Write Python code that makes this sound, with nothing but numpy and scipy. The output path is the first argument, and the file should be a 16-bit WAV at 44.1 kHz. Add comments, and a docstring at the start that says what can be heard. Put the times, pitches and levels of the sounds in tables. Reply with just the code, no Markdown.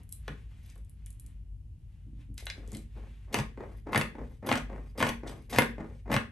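"""Hands brush cotton cloth and small hard things tick over a low hum; scissors clack and bumps fall on the cloth.
Then large dressmaking scissors make six cuts on a table in a small room. In each cut the lower blade slides,
steel scrapes and squeaks, threads snap, and the blades jerk forward, knocking the board.
Friction is random grains under movement gains; impacts are short noisy pushes through filters and resonances.
The table's modes, the free blades' ringing and diffuse room echoes are added as impulse responses."""
import sys
import numpy as np
from scipy import signal
from scipy.fft import rfft, irfft
from scipy.io import wavfile
from scipy.ndimage import uniform_filter1d

SR = 44100
rng = np.random.default_rng(int(sys.argv[2]) if len(sys.argv) > 2 else 0)


def write(x):
    x = np.atleast_2d(x).T
    wavfile.write(sys.argv[1], SR, np.round(np.clip(x, -1, 1) * 32767).astype(np.int16))


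N = 278447
T = np.arange(N) / SR

# colour of steel on steel: (frequency [Hz], relative density [dB])
STEEL_SPECTRUM = [(500, 3), (2000, -1.5), (3500, 4.5), (5200, 3), (6200, 5), (7000, 0.5), (8200, 3.5),
                  (9400, -3.5), (11500, -6.5), (13000, -21.5), (15000, -28)]
# cuts: (bite [s], slide before bite [s], edges meet before bite [s], closing [s], reopening after bite [s],
#        slide level [dB], threads level [dB], steel level [dB], squeak level [dB], hand press level [dB])
CUT_MOVES = [(3.343, 0.066, 0.016, 0.062, 0.23, -47, -34, -44.5, -74.5, -26),
             (3.931, 0.067, 0.0098, 0.094, 0.22, -37.5, -38.5, -49, -57, -30.5),
             (4.487, 0.054, 0.024, 0.095, 0.21, -34, -32.5, -48, -47, -29),
             (5.002, .043, 0.025, .102, 0.23, -35, -31, -43.5, -51, -31.5),
             (5.525, 0.033, .028, .075, .255, -37, -34.5, -45, -52.5, -28.5),
             (6.115, 0.054, 0.0029, 0.052, .23, -35, -31, -46.5, -44, -24.5)]
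THREADS_SAG_DB = 8.5  # threads fade as the crossing point runs to the tips


def undb(db):
    """Decibels to amplitude gain."""
    return 10 ** (np.asarray(db) / 20)


def unit(x):
    """Scale to rms 1."""
    return x / np.sqrt(np.mean(x ** 2))


def convolve(x, response):
    """Pass a sound through an impulse response, keeping its length."""
    return signal.fftconvolve(x, response)[:len(x)]


def colour(points, size=8192):
    """Minimum-phase impulse response with the given (Hz, dB) spectrum, by folding the cepstrum."""
    hz, db = np.transpose(points)
    f = np.maximum(np.fft.rfftfreq(size, 1 / SR), 1)
    level_db = np.interp(np.log(f), np.log(hz), db)
    cepstrum = irfft(np.log(undb(level_db)))
    cepstrum[1:size // 2] *= 2
    cepstrum[size // 2 + 1:] = 0
    return irfft(np.exp(rfft(cepstrum)))


def shaped(x, points):
    """Colour a sound, keeping the power of white noise."""
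    response = colour(points)
    return convolve(x, response / np.linalg.norm(response))


def walk(rate_hz):
    """Smooth random signal of rms near 1."""
    hold = max(int(SR / rate_hz), 1)
    steps = np.repeat(rng.standard_normal(N // hold + 1), hold)
    return unit(uniform_filter1d(steps, hold)[:N])


def grains(rate_hz, spread_db):
    """Random tiny clicks with an exponential spread of dB sizes; rms 1."""
    sizes = undb(spread_db * np.minimum(rng.exponential(size=N), 4))
    struck = rng.random(N) < rate_hz / SR
    return unit(struck * sizes * rng.choice([-1, 1], N))


def strokes(table, edge_s):
    """Gain of movements (start s, length s, dB, sag dB), each fading, or growing if sag < 0, while it lasts."""
    gain = np.zeros(N)
    for s, length, db, sag_db in table:
        level_db = db - np.interp(T, [s, s + length], [0, sag_db])
        inside_s = np.minimum(T - s, s + length - T)
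        gain += undb(level_db) * np.clip(inside_s / edge_s + .5, 0, 1)
    return gain


def swells(table):
    """Gain of movements (loudest at s, rise s, fall s, dB); rise and fall span 20 dB, powers add."""
    power = np.zeros(N)
    for s, rise, fall, db in table:
        distance = np.maximum((s - T) / max(rise, .001), (T - s) / max(fall, .001))
        power += undb(db - 20 * distance) ** 2
    return np.sqrt(power)


def uneven(start_s, end_s, gap_s, count=16):
    """Irregular moments about one gap apart, each with a normal chance value of spread 1."""
    times = start_s + gap_s * (np.arange(count) + rng.random(count))
    return [(s, chance) for s, chance in zip(times, rng.standard_normal(count)) if s < end_s]


def contact(chatter, decay_s, size=2048):
    """One push followed by dying chatter; total energy that of rms 1 over 2 ms."""
    tail = rng.standard_normal(size) * np.exp(-T[:size] / decay_s)
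    push = chatter * tail / np.linalg.norm(tail)
    push[0] += 1
    return push / np.linalg.norm(push) * np.sqrt(.002 * SR)


def filtered_hit(band, chatter, decay_s):
    """A contact heard through a filter (b, a), its energy kept."""
    click = contact(chatter, decay_s)
    sound = signal.lfilter(*band, click)
    return sound * np.linalg.norm(click) / np.linalg.norm(sound)


def add(track, s, sound):
    """Mix a short sound in at a time."""
    i = max(int(s * SR), 0)
    track[i:i + len(sound)] += sound[:max(N - i, 0)]


def ringing(modes, size=16384):
    """Impulse response of a direct impulse plus decaying (Hz, t60 s, dB) modes."""
    t = T[:size]
    response = np.zeros(size)
    response[0] = 1
    for hz, t60_s, db in modes:
        damping = np.log(1000) / t60_s
        decay = np.exp(-damping * t)
        response += undb(db) * 2 * damping / SR * decay * np.cos(2 * np.pi * hz * t)
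    return response


def two_ports(mid, side, apart_hz):
    """A diffuse field at two close ports: alike in the bass, less so in the treble."""
    f = np.fft.rfftfreq(N, 1 / SR)
    share = np.clip(0.44 * f ** 2 / (f ** 2 + apart_hz ** 2) + .006, 0, 1)
    mid = irfft(rfft(mid) * np.sqrt(1 - share), N)
    side = irfft(rfft(side) * np.sqrt(share), N)
    return np.array([mid + side, mid - side])


def background():
    """A low hum of the building, narrow enough to waver, under faint hiss."""
    # both spectra: (frequency [Hz], relative density [dB])
    hum_spectrum = [(20, -41), (30, -14), (42, -11), (51, 7), (60, -6), (80, -10.5), (99, -7), (125, -14.5),
                    (170, -22), (250, -29.5), (400, -43.5), (900, -61)]
    hiss_spectrum = [(100, 4), (900, 16.5), (1500, -14.5), (2900, 17), (4500, -24), (9000, 7.5),
                     (11800, -6), (13500, -21)]

    def noise():
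        """Hum and hiss from fresh white noise."""
        hum = undb(-45.5) * shaped(rng.standard_normal(N), hum_spectrum)
        hiss = undb(-82.5) * shaped(rng.standard_normal(N), hiss_spectrum)
        return hum + hiss

    return two_ports(noise(), noise(), apart_hz=700)


def room_response(first_s, size=32768):
    """Diffuse echoes that build up after the first wall, each band dying at its own rate."""
    # room bands: (frequency [Hz], t60 [s], echo level against direct [dB])
    room_bands = [(101, 0.24, 6), (235, 0.42, -0.5), (700, 0.22, -3.5), (1890, 0.28, -0.5),
                  (4860, 0.26, -6.5), (11800, 0.21, -4), (14000, .12, -8)]
    hz, t60_s, db = np.transpose(room_bands)
    t = T[:size]
    f = np.maximum(np.fft.rfftfreq(size, 1 / SR), 1)
    noise = rfft(rng.standard_normal(size))
    out = np.zeros(size)
    for k, share in enumerate(np.eye(len(hz))):
        band = irfft(noise * np.interp(np.log(f), np.log(hz), share))
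        fade = undb(-60 * t / t60_s[k]) * np.clip(t / first_s - 1, 0, 1)
        out += undb(db[k]) * band * fade / np.linalg.norm(fade)
    return out


def cloth():
    """Fibres catch under the hands and on the opening blades: a fine, uneven rustle."""
    # rustle colour: (frequency [Hz], relative density [dB])
    cloth_spectrum = [(150, 6), (500, -2), (1300, -1.5), (2300, 2.5), (3300, 0.5), (5000, -9),
                      (8500, -10.5), (11500, -12), (14000, -41.5)]
    # hands stroke and fold the cloth: (loudest at [s], rise [s], fall [s], level [dB])
    brushes = [(0, .05, 0.071, -63), (.3, 0.34, 0.66, -65.5), (.69, .35, .2, -70), (1.02, 0.17, 0.5, -72),
               (1.28, 0.18, 0.23, -72.5), (1.92, 0.4, 0.8, -77), (2.21, 0.061, 0.063, -64),
               (2.56, 0.13, .55, -66), (2.98, 0.14, 1, -65.5), (3.18, 0.42, 0.073, -73)]
    # the cut cloth lifts over the opening blades
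    lift_after_s, rise_s, fall_s, lift_db = 0.068, .3, 0.27, -70
    lifts = [(bite + reopen + lift_after_s, rise_s, fall_s, lift_db) for bite, _, _, _, reopen, *_ in CUT_MOVES]
    pressure = swells(brushes + lifts) * undb(1.6 * walk(30))
    return shaped(grains(rate_hz=5100, spread_db=1.0) * pressure, cloth_spectrum)


def handling():
    """Dry clacks of the scissors and dull bumps through the cloth: band-passed contacts."""
    # handles and blades clack: (time [s], level [dB], lowest [Hz], highest [Hz])
    clacks = [(0.2802, -32.5, 402, 1280), (0.761, -57, 302, 2500), (1.066, -55, 1330, 5100),
              (2.379, -36, 1350, 8950), (2.4, -46, 1490, 6900), (2.4682, -30.5, 1010, 3900),
              (2.5003, -29, 1730, 5000), (2.749, -43, 3020, 4970)]
    # hands and scissors bump softly on the cloth: (time [s], level [dB], centre [Hz])
    bumps = [(.282, -33.5, 227), (1.245, -50.5, 187), (2.425, -47, 445), (2.469, -42, 630),
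             (2.58, -41.5, 330), (2.681, -42.5, 273), (2.729, -32.5, 191), (2.757, -37, 219),
             (2.965, -45, 253)]
    out = np.zeros(N)
    for s, db, low_hz, high_hz in clacks:
        band = signal.butter(2, [low_hz, high_hz], "bandpass", fs=SR)
        add(out, s, undb(db) * filtered_hit(band, chatter=2.3, decay_s=0.0025))
    # the hand's weight reaches the table after the bite
    press_after_s, press_hz = .036, 164
    presses = [(bite + press_after_s, press_db, press_hz) for bite, *_, press_db in CUT_MOVES]
    # fingers pat the fold flat
    patter_db, patter_hz = -45, 179
    patter = [(s, patter_db + chance, patter_hz) for s, chance in uneven(2.02, 2.34, gap_s=0.054)]
    for s, db, hz in bumps + presses + patter:
        band = signal.butter(3, [hz / 1.6, hz * 1.6], "bandpass", fs=SR)
        add(out, s, undb(db) * filtered_hit(band, chatter=0.8, decay_s=0.024))
    return out


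def ticks():
    """Small hard contacts, each with one broad resonance."""
    # ticks of the blades, the pivot and a bead bracelet: (time [s], level [dB], centre [Hz])
    clear_ticks = [(0.092, -49, 10500), (.122, -47, 11000), (0.1255, -32, 10700), (0.7003, -49.5, 6100),
                   (.8963, -52.5, 10100), (1.0616, -43.5, 8750), (1.1979, -44.5, 11200),
                   (1.264, -48.5, 8200), (2.3425, -58, 10100), (2.456, -40.5, 10700), (2.6768, -48.5, 6700),
                   (2.719, -41.5, 7200), (2.749, -41.5, 7800)]
    # spans of fainter chance ticks as hands move: (start [s], end [s], mean level [dB], centre [Hz])
    rattles = [(0.027, .15, -57, 10100), (0.731, .89, -60, 9000), (1.08, 1.23, -54.5, 9200),
               (2.688, 2.77, -39, 7360)]
    # gain over all ticks: (frequency [Hz], gain [dB])
    tick_spectrum = [(1000, -24), (3000, -5), (6000, -5.5), (8500, 1), (11700, 2.5), (13000, -7),
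                     (14500, -15)]
    gap_s, scatter_db = .045, 4
    faint = []
    for start, end, db, hz in rattles:
        faint += [(s, db + scatter_db * chance, hz) for s, chance in uneven(start, end, gap_s)]
    out = np.zeros(N)
    for s, db, hz in clear_ticks + faint:
        band = signal.iirpeak(min(hz, .4 * SR), 2.2, fs=SR)
        add(out, s, undb(db) * filtered_hit(band, chatter=0.68, decay_s=0.0033))
    return convolve(out, colour(tick_spectrum))


def table_top(force):
    """Bending waves carry the treble first; the board gives a dead thud and rings briefly in its modes."""
    # table and scissors ring together: (frequency [Hz], t60 [s], level against the dead thud [dB])
    table_modes = [(146.4, 0.19, 2.5), (189.7, 0.3, -2), (234.1, 0.15, 8.5), (391.7, 0.11, -19.5),
                   (448, 0.16, -13.5), (494, 0.13, -10), (750, 0.36, -8), (893, 0.42, -3.5),
                   (955, 0.11, -2), (1077, 0.15, -4), (1230, 0.07, -10), (1445, .12, -2), (1694, 0.077, 0),
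                   (1835, 0.33, 0.5), (1950, 0.057, -4.5), (2085, 0.035, -9), (2420, 0.036, -9.5),
                   (2920, .06, -5.5), (3440, 0.014, -3), (3830, .06, -18)]
    response = ringing(table_modes)
    for pole in (.6, .75, .85):  # all-passes delay the bass
        response = signal.lfilter([-pole, 1], [1, -pole], response)
    return undb(-1.5) * convolve(force, response)


def blades(force, shift_db):
    """The crossing point runs along the edges, so each resonance comes and goes by itself."""
    # broad blade resonances, each filtered twice: (frequency [Hz], width per pass [Hz], relative level [dB])
    resonances = [(2240, 1300, 4), (3280, 1300, -5.5), (4785, 300, -6.5), (6060, 3000, -14),
                  (8140, 2800, -2), (9120, 300, -8), (11350, 2160, 3), (12450, 700, -5.5)]
    out = np.zeros(N)
    for hz, width_hz, db in resonances:
        band = signal.iirpeak(hz, hz / width_hz, fs=SR)
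        ring = signal.lfilter(*band, force * undb(shift_db * walk(130)))
        ring = signal.lfilter(*band, ring)
        out += undb(db - 9.5) * ring * np.sqrt(SR / width_hz / 2)
    return out


def cut_gains():
    """Every cut slides in, closes and reopens; gives the gains of threads, table rub, steel and squeak."""
    slide_swell_db = 12  # the slide grows towards the bite
    reopen_s, reopen_db, reopen_sag_db = .18, -45.5, 16.5  # the lower blade drags as the scissors open
    pivot_after_s, pivot_db = 0.052, -72  # the unloaded edges whisper past each other
    steel_sag_db = -1  # steel grows slightly
    squeak_s, squeak_sag_db = 0.041, 4.5
    shear, slide, drag, scrape, squeak = [], [], [], [], []
    for bite, lead, meet, closing, reopen, slide_db, threads_db, steel_db, squeak_db, _ in CUT_MOVES:
        shear.append((bite, closing, threads_db, THREADS_SAG_DB))
        slide.append((bite - lead, lead, slide_db - slide_swell_db, -slide_swell_db))
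        drag.append((bite + reopen, reopen_s, reopen_db, reopen_sag_db))
        scrape.append((bite - meet, meet + closing, steel_db, steel_sag_db))
        scrape.append((bite + reopen + pivot_after_s, reopen_s, pivot_db, steel_sag_db))
        squeak.append((bite - meet, squeak_s, squeak_db, squeak_sag_db))
    rub = strokes(slide, edge_s=.022) + strokes(drag, edge_s=0.012)
    return strokes(shear, edge_s=.004), rub, strokes(scrape, edge_s=.0041), strokes(squeak, edge_s=.006)


def catches(count=3):
    """The opening blade sticks and slips on the board: dull pushes, each softer than the last."""
    after_s, gap_s, first_db, fade_db = 0.00201, 0.031, -34, 1.5
    pushes = np.zeros(N)
    for bite, _, _, _, reopen, *_ in CUT_MOVES:
        for k in range(count):
            push = undb(first_db - k * fade_db) * contact(chatter=1.2, decay_s=.004)
            add(pushes, bite + reopen + after_s + k * gap_s, push)
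    return pushes


def cutting():
    """Threads snap, the lower blade rubs the board in small slips, and the edges grind and squeak."""
    # both spectra: (frequency [Hz], relative density [dB])
    threads_spectrum = [(90, -21), (160, 2), (300, 6.5), (900, 8), (1350, -3.5), (2100, -7.5),
                        (3200, -19.5), (5000, -15), (12000, -20.5)]
    rub_spectrum = [(85, -17), (160, -0.5), (250, 0), (400, 6), (900, -4.5), (1400, -12.5), (2100, -14.5),
                    (3200, -32.5), (6000, -36), (13000, -46.5)]
    # scissors and cloth are shifted on the table: (start [s], length [s], level [dB])
    table_shifts = [(0, 0.027, -57.5), (0.756, 0.039, -57.5), (2.55, 0.172, -58.5), (2.719, 0.077, -48.5),
                    (2.953, 0.13, -54)]
    # single scrapes of steel on steel: (loudest at [s], rise [s], fall [s], level [dB])
    single_scrapes = [(.7, 0.19, 0.11, -62), (2.385, 0.015, 0.16, -53), (2.75, 0.096, 0.091, -56),
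                      (5.275, 0.009, 0.053, -41.5), (5.588, 0.0082, .004, -24)]
    shear, slide, scrape, squeak = cut_gains()
    shift_sag_db = 10
    shifts = strokes([(s, length, db, shift_sag_db) for s, length, db in table_shifts], edge_s=0.0061)
    threads = shaped(grains(rate_hz=900, spread_db=3.0) * shear, threads_spectrum)

    slips = grains(rate_hz=1200, spread_db=1.5) * undb(4.5 * walk(90)) * (slide + shifts)
    rub = shaped(slips + catches(), rub_spectrum)

    grind = grains(rate_hz=5500, spread_db=0.5) * undb(2.76 * walk(120))
    grind = grind * (scrape + swells(single_scrapes))
    steel = undb(-2.5) * blades(grind, shift_db=4.5) + undb(-3.5) * shaped(grind, STEEL_SPECTRUM)

    squeak_hz, width_hz = 11750, 1100
    band = signal.butter(2, [squeak_hz - width_hz / 2, squeak_hz + width_hz / 2], "bandpass", fs=SR)
    squeal = unit(signal.lfilter(*band, rng.standard_normal(N)))
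    squeal = squeal * undb(2.6 * walk(100)) * squeak
    return table_top(threads + rub) + steel + squeal


def jerks():
    """Small stick-slip jerks while the blades close: rows of (s, thud dB, crack dB)."""
    gap_s, scatter_db = .015, 2.5
    thud_above_threads_db, crack_db = 5, -37.5
    rows = []
    for bite, _, _, closing, _, _, threads_db, *_ in CUT_MOVES:
        for s, chance in uneven(bite, bite + closing, gap_s):
            load_db = threads_db - THREADS_SAG_DB * (s - bite) / closing
            thud_db = load_db + thud_above_threads_db
            rows.append((s, thud_db + scatter_db * chance, crack_db + scatter_db * chance))
    return rows


def knocks():
    """Each jerk cracks in the steel first and loads the table a moment later."""
    # blades land or jerk hard through the cloth: (time [s], thud level [dB], steel crack level [dB])
    hard_knocks = [(.2799, -28, -40.5), (3.3433, -19.5, -21), (3.3874, -27, -29), (3.931, -21.5, -52),
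                   (3.947, -18, -41), (3.9589, -13.5, -24.5), (3.977, -19.5, -27.5), (4.0128, -21, -28),
                   (4.4713, -33, -44), (4.4905, -21, -31), (4.5149, -16, -44), (4.5264, -19, -26.5),
                   (4.556, -26, -29.5), (4.5816, -32, -37.5), (5.0029, -24, -45), (5.0107, -22.5, -47),
                   (5.0266, -14, -26), (5.067, -24, -33), (5.0914, -27.5, -27.5), (5.5857, -8.5, -15.5),
                   (5.6211, -25, -29), (6.1164, -27, -43.5), (6.1285, -22.5, -36), (6.141, -17, -26.5),
                   (6.1647, -16, -28.5)]
    # thud colour: (frequency [Hz], relative density [dB])
    thud_spectrum = [(50, -28.5), (105, -12), (250, -5), (600, -3.5), (950, -2), (1350, -6.5), (2100, -4),
                     (3000, -11.5), (4500, -20), (7000, -35), (13000, -40)]
    thuds, cracks = np.zeros(N), np.zeros(N)
    for s, thud_db, crack_db in hard_knocks + jerks():
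        add(thuds, s + 0.00032, undb(thud_db) * contact(chatter=1.24, decay_s=0.0054))
        add(cracks, s - .0003, undb(crack_db) * contact(chatter=2.6, decay_s=0.002))
    board = table_top(shaped(thuds, thud_spectrum))
    steel = undb(-2.5) * shaped(cracks, STEEL_SPECTRUM) + undb(-6) * blades(cracks, shift_db=6)
    return board + steel


def scene(left_over_right_db=1.4):
    """Cloth, handling, ticks and cuts with room echoes over the hum, all slightly louder on the left."""
    # free blades ring at clacks, bumps and ticks: (frequency [Hz], t60 [s], level against the dry hit [dB])
    blade_modes = [(2080, 0.092, 3), (2885, 0.12, -4), (3410, 0.073, 8.5), (4016, .15, 6.5),
                   (4920, 0.17, 0)]
    hits = convolve(handling() + ticks(), ringing(blade_modes))
    near = cloth() + hits + cutting() + knocks()
    mid, side = (convolve(near, room_response(first_s=0.0024)) for _ in range(2))
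    echoes = two_ports(mid, side, apart_hz=477)
    balance_db = np.array([[left_over_right_db], [-left_over_right_db]]) / 2
    return (near + echoes + background()) * undb(balance_db)


def record(dry):
    """The ports differ in phase; the microphone has a narrow dip in the treble and a steep top edge."""
    # port phase: (frequency [Hz], lead of the left [rad])
    port_phase = [(0, 0), (1900, -.25), (2700, .7), (5500, .6), (6900, .1), (7600, .8), (8800, -.2),
                  (9700, -2.5), (10600, -3.6), (11300, -5), (11800, -6.2), (12500, -6.5), (13300, -9.2)]
    # both responses: (frequency [Hz], gain [dB])
    microphone = [(20, 1.5), (9300, -3.5), (10200, -6), (11100, 2.5), (12300, -11), (14000, -14)]
    right_port = [(4500, 0), (8000, 0), (12000, 1)]
    lag_rad = np.interp(np.fft.rfftfreq(N, 1 / SR), *np.transpose(port_phase))
    right = irfft(rfft(dry[1]) * np.exp(-1j * lag_rad), N)
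    right = convolve(right, colour(right_port))
    response = colour(microphone)
    heard = np.array([convolve(dry[0], response), convolve(right, response)])
    top_hz = 15500
    return signal.sosfilt(signal.ellip(8, .2, 70, top_hz, fs=SR, output="sos"), heard)


dry = scene()
out = record(dry)
write(out)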